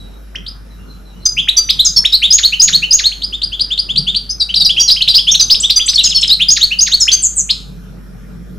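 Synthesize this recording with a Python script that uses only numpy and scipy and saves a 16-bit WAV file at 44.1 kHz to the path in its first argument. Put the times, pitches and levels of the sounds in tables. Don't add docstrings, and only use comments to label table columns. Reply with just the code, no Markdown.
import sys
import numpy as np
from scipy import signal
from scipy.fft import rfft, irfft
from scipy.io import wavfile
from scipy.ndimage import uniform_filter1d

SR = 44100
rng = np.random.default_rng(int(sys.argv[2]) if len(sys.argv) > 2 else 0)


def inscribe(sig):
    pcm = np.round(np.clip(np.atleast_2d(sig).T, -1, 1) * 32767)
    wavfile.write(sys.argv[1], SR, pcm.astype(np.int16))


def linear_from_db(decibels):
    return 10 ** (np.asarray(decibels, float) / 20)


N = 378378


def evened(x):
    return x / np.sqrt(np.mean(x ** 2) + 1e-20)


def read(points, hz):
    f, value = np.transpose(points)
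    return np.interp(np.log(hz + 1), np.log(f + 1), value)


def slow(rate_hz):
    t = np.arange(0, N + 512, 256) / SR
    rates = rate_hz * np.geomspace(.05, 1, num=24)
    wander = sum(np.sin(2 * np.pi * (f * t + rng.random())) / np.sqrt(f) for f in rates)
    return np.interp(np.arange(N) / SR, t, evened(wander))


def hum():
    level_db = -33.5 + 0.68 * slow(9)
    hz = 50 + 1.4 * slow(9.2)
    return np.sqrt(2) * linear_from_db(level_db) * np.sin(2 * np.pi * np.cumsum(hz) / SR)


def whine():
    # pitch in Hz, rms level in dB.
    tones = [(1200, -68), (2401, -70), (5399, -65), (6002, -72), (7800, -78), (11999, -72)]
    t = np.arange(N) / SR
    return np.sqrt(2) * sum(linear_from_db(db) * np.sin(2 * np.pi * hz * t) for hz, db in tones)


def rumble():
    # pitch in Hz, width in Hz, strength in dB beside the others.
    rings = [(114.6, 8.5, 0.5), (145.4, 18, 3), (181.5, 27, 4), (241, 18, -7), (440, 52, -16)]
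    # time in seconds, level in dB.
    level_points = [(0.0, -43.5), (1.0, -49.5), (2.3, -49.5), (3.3, -47.5), (4.4, -44), (5.3, -40),
                    (6.5, -45.5), (7.1, -40.5), (7.8, -35), (8.58, -35.5)]
    # time of the peak in seconds, added level in dB, width in seconds.
    swells = [(.98, -40.5, 0.028), (1.17, -40, .03), (1.39, -35.5, 0.06), (1.79, -35.5, .04),
              (1.91, -36, 0.021), (2.0, -32, 0.036), (2.291, -39.5, 0.012), (2.75, -31, 0.079),
              (3.99, -28, 0.068), (4.16, -40.5, 0.027), (4.62, -43, 0.073), (5.09, -35, 0.018)]
    lump_db, lumps_per_s = 3, 9
    hz, t = np.fft.rfftfreq(N, 1 / SR), np.arange(N) / SR
    power = sum(linear_from_db(2 * db) / (1 + (2 * (hz - f) / width) ** 2) ** 2 for f, width, db in rings)
    noise = rng.standard_normal((3, N))
    both, left, right = irfft(rfft(noise) * np.sqrt(power), N)
    level = linear_from_db(np.interp(t, *np.transpose(level_points)) + lump_db * slow(lumps_per_s))
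    level += sum(linear_from_db(db) * np.exp(-((t - s) / width) ** 2) for s, db, width in swells)
    return level * evened(np.array([both + .7 * left, both + .7 * right]))


def air():
    # pitch in Hz, relative level in dB.
    colour = [(41, -29.5), (70, -1.5), (103, -20), (165, -15), (297, -19), (1070, -33), (1350, -27.5),
              (2260, -39), (4070, -40.5), (4760, -43.5), (5580, -41), (8560, -50), (12000, -37),
              (13800, -67.5), (15400, -105)]
    # pitch in Hz, likeness (1 = the same, 0 = unrelated).
    likeness = [(60, 0.19), (180, 0.48), (550, 0.1), (1640, 0.37), (4960, 0.29), (15000, 0.23)]
    level_db, patch_db = -41, 2.5
    frames, hz = N // 256 + 5, np.fft.rfftfreq(1024, 1 / SR)
    a, b, c, d, patches = rng.standard_normal((frames, 513, 5)).T
    patches = uniform_filter1d(patches, 12, 0)
    patches = evened(uniform_filter1d(patches, 14, 1))
    same = np.clip(read(likeness, hz), -1, 1)[:, None]
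    left, other = a + 1j * b, c + 1j * d
    right = same * left + np.sqrt(1 - same ** 2) * other
    spectra = np.array([left, right]) * linear_from_db(read(colour, hz)[:, None] + patch_db * patches)
    noise = signal.istft(spectra, nperseg=1024, noverlap=768)[1][:, :N]
    return linear_from_db(level_db) * evened(noise)


def sing(mix, rows, throb_hz=200, throb=0, shake_hz=0):
    longest_lead_ms = 5
    octave_db = -27
    breath = evened(signal.oaconvolve(rng.standard_normal(N), np.hanning(60), "same"))
    for s, ms, start_hz, end_hz, bend, db in rows:
        ratio = end_hz / start_hz
        wide = min(4 * abs(np.log(ratio)), 1)
        lead_ms = wide * min(longest_lead_ms, ms / 5)
        t_ms = np.arange(-lead_ms, ms + 1.2, 1000 / SR)
        whole = np.linspace(0, 1, len(t_ms))
        done = np.minimum(t_ms / ms, 1.12)
        at = max(round((s - lead_ms / 1000) * SR), 0)
        bend = bend + 1e-3
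        beat = np.cos(2 * np.pi * throb_hz * t_ms / 1000)

        glide = np.where(done > 0, 1 - np.exp(-bend * done), bend * done) / (1 - np.exp(-bend))
        hz = start_hz + (end_hz - start_hz) * glide - shake_hz * beat
        phase = 2 * np.pi * np.cumsum(hz.clip(900, 10000)) / SR

        lateness = 1.347 * ratio ** 0.27 * np.exp(-.06 * bend - 0.39 * (1 - wide))
        arch = np.sin(np.pi * whole ** lateness).clip(0)
        swell = arch ** .8 * np.tanh(4 * arch) * (1 - throb * beat)

        puff = breath[at:][:len(t_ms)]
        octave = (1 + .6 * puff) * np.sin(2 * phase)
        tone = (1 + 0.13 * puff) * np.sin(phase) + linear_from_db(octave_db) * octave
        tone += 0.02 * rng.standard_normal(len(t_ms))
        mix[at:at + len(t_ms)] += np.sqrt(2) * linear_from_db(db) * swell * tone


def syllables():
    patterns = { "rise": [(0.0091, 30, 2794, 3620, 1.2, 0)],
                "slow rise": [(0.0035, 38, 2680, 3620, 1.8, -1)],
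                "quick rise": [(0, 12, 2600, 4330, 1.1, 0)], "twin hook": [(0, 14, 2740, 4312, 2.6, 0),
                (6, 12, 2892, 3827, 2.1, -2.5)], "hook": [(1.5, 16.5, 2600, 3930, 2.3, 0.5),
                (-10, 15, 1300, 2700, 1.3, -19), (1.6, 8, 4800, 7000, 2.1, -19.5)],
                "long rise": [(0, 42, 2880, 5353, 2.1, 0.5), (1.1, 20, 3367, 5590, 2.2, -7)],
                "double rise": [(0, 22, 2400, 5230, 2.2, -0.5), (9.5, 11, 3000, 4100, .4, -0.6)],
                "fork": [(0, 40, 3605, 4700, -1.4, -0.5), (0.6, 15, 4040, 5210, 3.5, -10.5)],
                "ladder": [(-0.5, 21, 3800, 4960, 3, 0), (-12, 7.6, 2750, 3760, 0.4, -6.5),
                (-13.5, 7.2, 3500, 4500, -1.5, -7)], "broken rise": [(0, 17, 4200, 4560, -3, 0),
                (-4.5, 6.5, 3450, 4280, .4, -2), (-19, 15, 3350, 3950, .6, -9),
                (-25, 20, 2700, 3350, 1.5, -18), (-24, 15, 5350, 7150, .6, -18)],
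                "step": [(0, 36, 6120, 6800, 2.2, 0), (-4, 6.5, 3400, 6100, 1.6, -5),
                (-21, 16, 4880, 5250, -2, -1)], "rattle": [(0, 11, 4800, 3150, .6, 0),
                (-4, 25, 3900, 1450, 1.7, -7), (5, 13, 5100, 3600, 1, -3), (7, 14.5, 5900, 4050, 1, -4),
                (11, 14, 6600, 4780, .6, -8), (17, 9, 1650, 1070, -1.5, -21)],
                "level pair": [(0, 34, 5800, 6140, 9, 0), (1.5, 27, 4830, 4790, 1, 2)],
                "close pair": [(0, 40.1, 5447, 5240, -1.5, 0.5), (0.1, 36, 4628, 4317, 3, -2.5)],
                "falling pair": [(0, 40, 5490, 4597, 5, -0.5), (2.1, 24, 4380, 3734, 1.5, 1)],
                "high falling pair": [(0, 42, 7670, 6287, 4, 0.5), (2.1, 40, 5990, 4928, 4, -1.5)],
                "flick": [(0, 15, 6430, 8250, 2, 0), (18, 36, 6080, 5980, 2, -2)],
                "chatter": [(1.5, 9, 4900, 5350, 1.5, -0.5), (-3, 15, 8050, 2300, -1, -10.5),
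                (8, 34, 4550, 2700, .8, -6)]}
    song = { "rise": [(1.7922, -1.5, 1.16, 0.82), (2.5243, -10, 0.86, 0.86), (2.8239, -10, 0.85, 0.97),
            (4.6935, -7, .985, .8), (5.007, -8.5, .93, .65), (5.181, -8, .98, .72),
            (5.633, -6.5, 1.04, .98), (5.9774, -4.5, 1.137, 1), (6.7096, -11, .85, 1.02)],
            "slow rise": [(3.325, -15.5, 1.03, 0.95), (3.519, -17, 0.99, 1.06), (3.705, -11, 1.031, 1.03),
            (3.89, -12.5, 1.005, 0.88), (4.068, -9, 1.026, 1.05), (4.766, -7, 0.94, 0.96),
            (5.27, -3.5, 1.02, 1.08)], "quick rise": [(3.1172, -21.5, 0.83, 1.4), (4.54, -6, 1.02, 0.68),
            (5.017, -4.5, 1.04, 1.1), (5.546, -10, 0.96, 1.05), (6.2286, -5, 0.98, 1.006)],
            "twin hook": [(5.077, -3.5, 0.97, 0.91, -1), (5.344, -5, 1.005, 1, 1),
            (5.698, -4, 1.005, 0.93, -0.9)], "hook": [(.3535, -20, .84, 0.67, 10.5),
            (1.4835, -2, 1.02, 0.89, -2.5), (2.0487, -3, 1, 0.97, -2.3), (7.0773, -5.5, .89, 1.15, -4)],
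            "long rise": [(4.899, -3, 0.99, .87, -2.5), (5.1395, -1.5, .99, 1.08, 1),
            (5.4988, -1, 1.002, .98, 2)], "double rise": [(1.6905, -5.5, .995, 1, 1.9),
            (5.879, -7, 1.02, 1.15, -2.5)], "fork": [(2.1235, -1, 1.01, .9, -2.5),
            (6.293, -2.5, .985, 1.25, 3.5)], "ladder": [(.4757, -23.5, 1.033, 1.02, 5.5),
            (3.2325, -12.5, 1.016, 1.12, -0.5), (3.43, -10.5, 1, 1.07, -0.3),
            (3.6057, -7, 1.007, 0.98, -1.5), (3.787, -7.5, 1.005, .9, -1.35),
            (3.972, -5.5, 0.98, 1.14, -1.4), (4.1579, -8.5, 0.96, 0.98, 2.5)],
            "broken rise": [(2.45, 0.5, 1.01, 0.89, 0.9), (2.748, -1, 1.01, 0.93, 0.5),
            (3.0585, -2, .995, 1.01, -1), (6.6315, -0.5, 1.011, 1.03, 0.7),
            (6.9375, -1, 1.013, 0.97, -0.5)], "step": [(2.327, -0.5, 1, 1.09, -0.2),
            (2.6185, -0.5, 1, 1.06, 1), (2.928, -1, 0.99, 1, -1), (6.506, -4.5, .99, 1.05, 5.5),
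            (6.809, -3.5, 0.98, 1.05, -0.2)], "rattle": [(2.3825, -11, 1.01, 0.85, -2.5),
            (2.679, -9.5, 1.02, 0.84, -1.2), (2.989, -14.5, 1.02, 0.96, 1),
            (6.5645, -10.5, 1.008, 0.91, -2.5), (6.8662, -16, 1, 1.06, 1)],
            "level pair": [(1.255, -6.5, 1.025, 0.75, .5), (1.5685, -4, 0.98, 1.14, -1.8),
            (5.76, -7, .994, 1.1, 3.5)], "close pair": [(1.9615, -2, 1.005, 0.8805, -2.5),
            (6.1465, -9, .995, 1.1, 3)], "falling pair": [(4.4, -10.5, .998, 1.15, -0.8),
            (4.557, -9, 1.005, 0.98, -3), (4.6, -7.5, 0.971, 1.1, -1), (4.649, -5, 1.025, 0.98, -3.5),
            (4.877, -9.5, 1.02, 1.01, 2.8), (5.0865, -11, 1.01, 1.1, 2.5)],
            "high falling pair": [(1.849, -7.5, 0.99, 0.9, 0.4), (6.035, -10.5, 1.01, 1.18, 1.5),
            (7.002, -11.5, 1.03, 1.1, 6.5)], "flick": [(5.6, -12, .992, 1.03, -2.5),
            (5.86, -13.5, 1.009, .98, 2.5)], "chatter": [(6.043, -9, .95, .95, -2),
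            (6.098, -8.5, .985, .95, -1), (6.2152, -10.5, 1.02, .9, 2.1), (6.277, -9, 0.98, 0.87, -2.5)]}
    strokes = []
    for name, rows in song.items():
        for s, db, pitch, pace, *side_db in rows:
            for k, (delay_ms, ms, start_hz, end_hz, bend, own_db) in enumerate(patterns[name]):
                stroke_db = db + own_db + sum(side_db) * (k > 0)
                start_s = s + pace * delay_ms / 1000
                strokes.append((start_s, pace * ms, pitch * start_hz, pitch * end_hz, bend, stroke_db))
    return strokes


def near_bird():
    # start in seconds, length in ms, start in Hz, end in Hz,
    # bend (+ glides early, - glides late), level in dB before throb, throat and beak.
    whistles = [(0.002, 114, 3970, 3877, 18, -38), (4.293, 43, 4585, 5090, 7.5, -15.5),
                (4.298, 25, 6250, 5923, -3.5, -21.5), (4.7961, 49, 5614, 5720, 7.5, -6),
                (4.799, 25.6, 4816, 4680, 2.2, -5.5), (4.8049, 7.9, 6580, 7090, 13.4, -17.5),
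                (4.8189, 24, 6483, 6420, -3, -12.5), (5.3104, 43.2, 5130, 5726, 6.5, -11),
                (5.3147, 20, 6244, 6433, 2.5, -5.5), (5.3943, 20, 4250, 3685, -0.1, -6.5),
                (5.408, 25, 5965, 6176, 5, -4), (5.698, 14, 5700, 4914, 2, -13),
                (5.7064, 25, 4895, 4519, 0.5, -12), (5.933, 10, 1500, 4716, 2.5, -16),
                (5.942, 10, 4750, 5650, 2, -11.5), (5.953, 5, 8330, 4960, -1, -19),
                (5.958, 8.9, 4800, 4306, 5.5, -3), (5.972, 50, 4335, 2654, 1.6, -14),
                (6.041, 6.5, 6190, 3950, 4.5, -6.5), (6.163, 32, 4100, 2828, 1, -18),
                (6.247, 7, 2380, 3250, 6.5, -13), (7.115, 42, 3737, 4830, 5, -7.5),
                (7.116, 3.5, 4440, 6000, -3, -7.5), (7.1223, 41, 5978, 6320, 6.5, -4.5),
                (7.492, 25, 2490, 5450, 1.5, -11), (7.5, 20, 2638, 4394, 2.4, -7)]
    throbs = [(1.3679, 42.5, 2255, 3564, 1.08, -9.5), (2.2191, 48.6, 2080, 3864, 2.04, -6.5),
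              (4.4913, 31.13, 2675, 3135, 4.5, -18), (4.9645, 24.35, 2520, 3200, 4.4, -17),
              (5.3979, 44.7, 5480, 4744, 10, -6.5), (5.7958, 36.8, 2440, 3466, 4.9, -12),
              (6.3966, 44.75, 2200, 3760, 1.4, -7)]
    buzzes = [(7.224, 58.2, 8685, 6710, 3.4, -7.5), (7.362, 58.1, 8870, 6330, 1.2, -9)]
    near = np.zeros(N)
    sing(near, syllables() + whistles)
    sing(near, throbs, throb_hz=225.7, throb=0.55)
    sing(near, buzzes, throb_hz=152, throb=-.35, shake_hz=500)
    near += 0.033 * near ** 2 - 0.12 * near ** 3
    beak_hz = 13100
    return signal.sosfiltfilt(signal.butter(N=3, Wn=beak_hz, fs=SR, output="sos"), near)


def far_bird():
    # start in seconds, length in ms, start in Hz, end in Hz, bend (+ glides early),
    # level in dB before flutter and mixing.
    notes = [(0.037, 137.2, 3920, 3820, 0.33, -52.5), (.68, 89.4, 4080, 3810, 0.34, -55),
             (.75, 108, 2620, 2900, 1.5, -54), (0.856, 100, 4210, 3980, 0.25, -50),
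             (1.029, 100, 4150, 3770, 0.27, -51), (1.108, 90, 2750, 3010, 1.5, -55.5),
             (1.197, 50, 4100, 4170, .3, -44.5)]
    far = np.zeros(N)
    sing(far, notes)
    flutter = evened(uniform_filter1d(rng.standard_normal(N), size=200))
    return far * (0.78 + .6 * flutter)


def straight_path(near):
    # delay in ms, left gain, right gain.
    reflections = [(1.97, -0.082, 0.048), (3.1, -0.13, -0.0097), (4.3, 0.22, -0.079), (6.6, 0.22, 0.16),
                   (25.32, 0.073, .12)]
    # time in seconds, left above right in dB.
    head_turns = [(0.0, -1.0), (0.21, 0.5), (3.11, 0.0), (3.53, 2.0), (4.42, 1.5), (4.8, 0.0), (6.16, 0.5),
                  (6.82, 0.0), (7.6, 0.5)]
    direct = np.array([near, near])
    for ms, *gains in reflections:
        direct += np.outer(gains, np.roll(near, round(ms * SR / 1000)))
    pan_db = np.interp(np.arange(N) / SR, *np.transpose(head_turns))
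    return direct * linear_from_db(np.outer([.5, -.5], pan_db))


def yard(x):
    # pitch in Hz, time to die by 60 dB in seconds, side (left-right difference) level in dB.
    bands = [(1500, 0.7, 4.5), (3003, 0.44, -3.5), (5000, 0.41, -20), (8230, 0.49, -4), (12710, 1, -22.5)]
    taps = np.zeros((3, 2, SR // 2))
    slots = np.arange(300, SR // 2 - 20, 20)
    at = slots + rng.integers(0, 20, (3, 2, len(slots)))
    np.put_along_axis(taps, at, rng.choice([-1., 1.], at.shape), 2)
    hz, t, z = signal.stft(taps, SR, nperseg=128)
    t60, side_db = (read(np.array(bands)[:, [0, k]], hz)[:, None] for k in (1, 2))
    mid, side = z[:, 0], z[:, 1] * linear_from_db(side_db)
    z = np.stack([mid + side, mid - side], axis=1) * linear_from_db(-60 * t / t60)
    z *= 1 + 1.1 * np.exp(-t / 0.04)
    tails = signal.istft(z, SR, nperseg=128)[1]
    tails = tails / np.linalg.norm(tails[0, 0])
    turns_per_s = 3.5
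    turn = 2 * np.pi * (np.arange(N) / SR * turns_per_s + np.arange(3)[:, None] / 3)
    parts = x * np.sqrt(2 / 3) * np.cos(turn)
    return signal.fftconvolve(parts[:, None], tails, axes=2)[..., :N].sum(0)


def birds():
    near, far = near_bird(), far_bird()
    near_echo_db = -5
    return straight_path(near) + .5 * far + yard(linear_from_db(near_echo_db) * near + 2 * far)


def scene():
    return birds() + air() + rumble() + hum() + whine()


def band_limit(x):
    return signal.sosfilt(signal.butter(12, 15550, fs=SR, output="sos"), x)


def record(dry):
    bent = dry + 0.012 * dry ** 2
    ceiling = 1.25
    rounded = bent / (1 + abs(bent / ceiling) ** 6) ** (1 / 6)
    treble_hz = 12400
    dulled = signal.sosfilt(signal.butter(N=2, Wn=treble_hz, fs=SR, output="sos"), rounded)
    return band_limit(np.clip(dulled, -1, 1))


dry = scene()
out = record(dry)
inscribe(out)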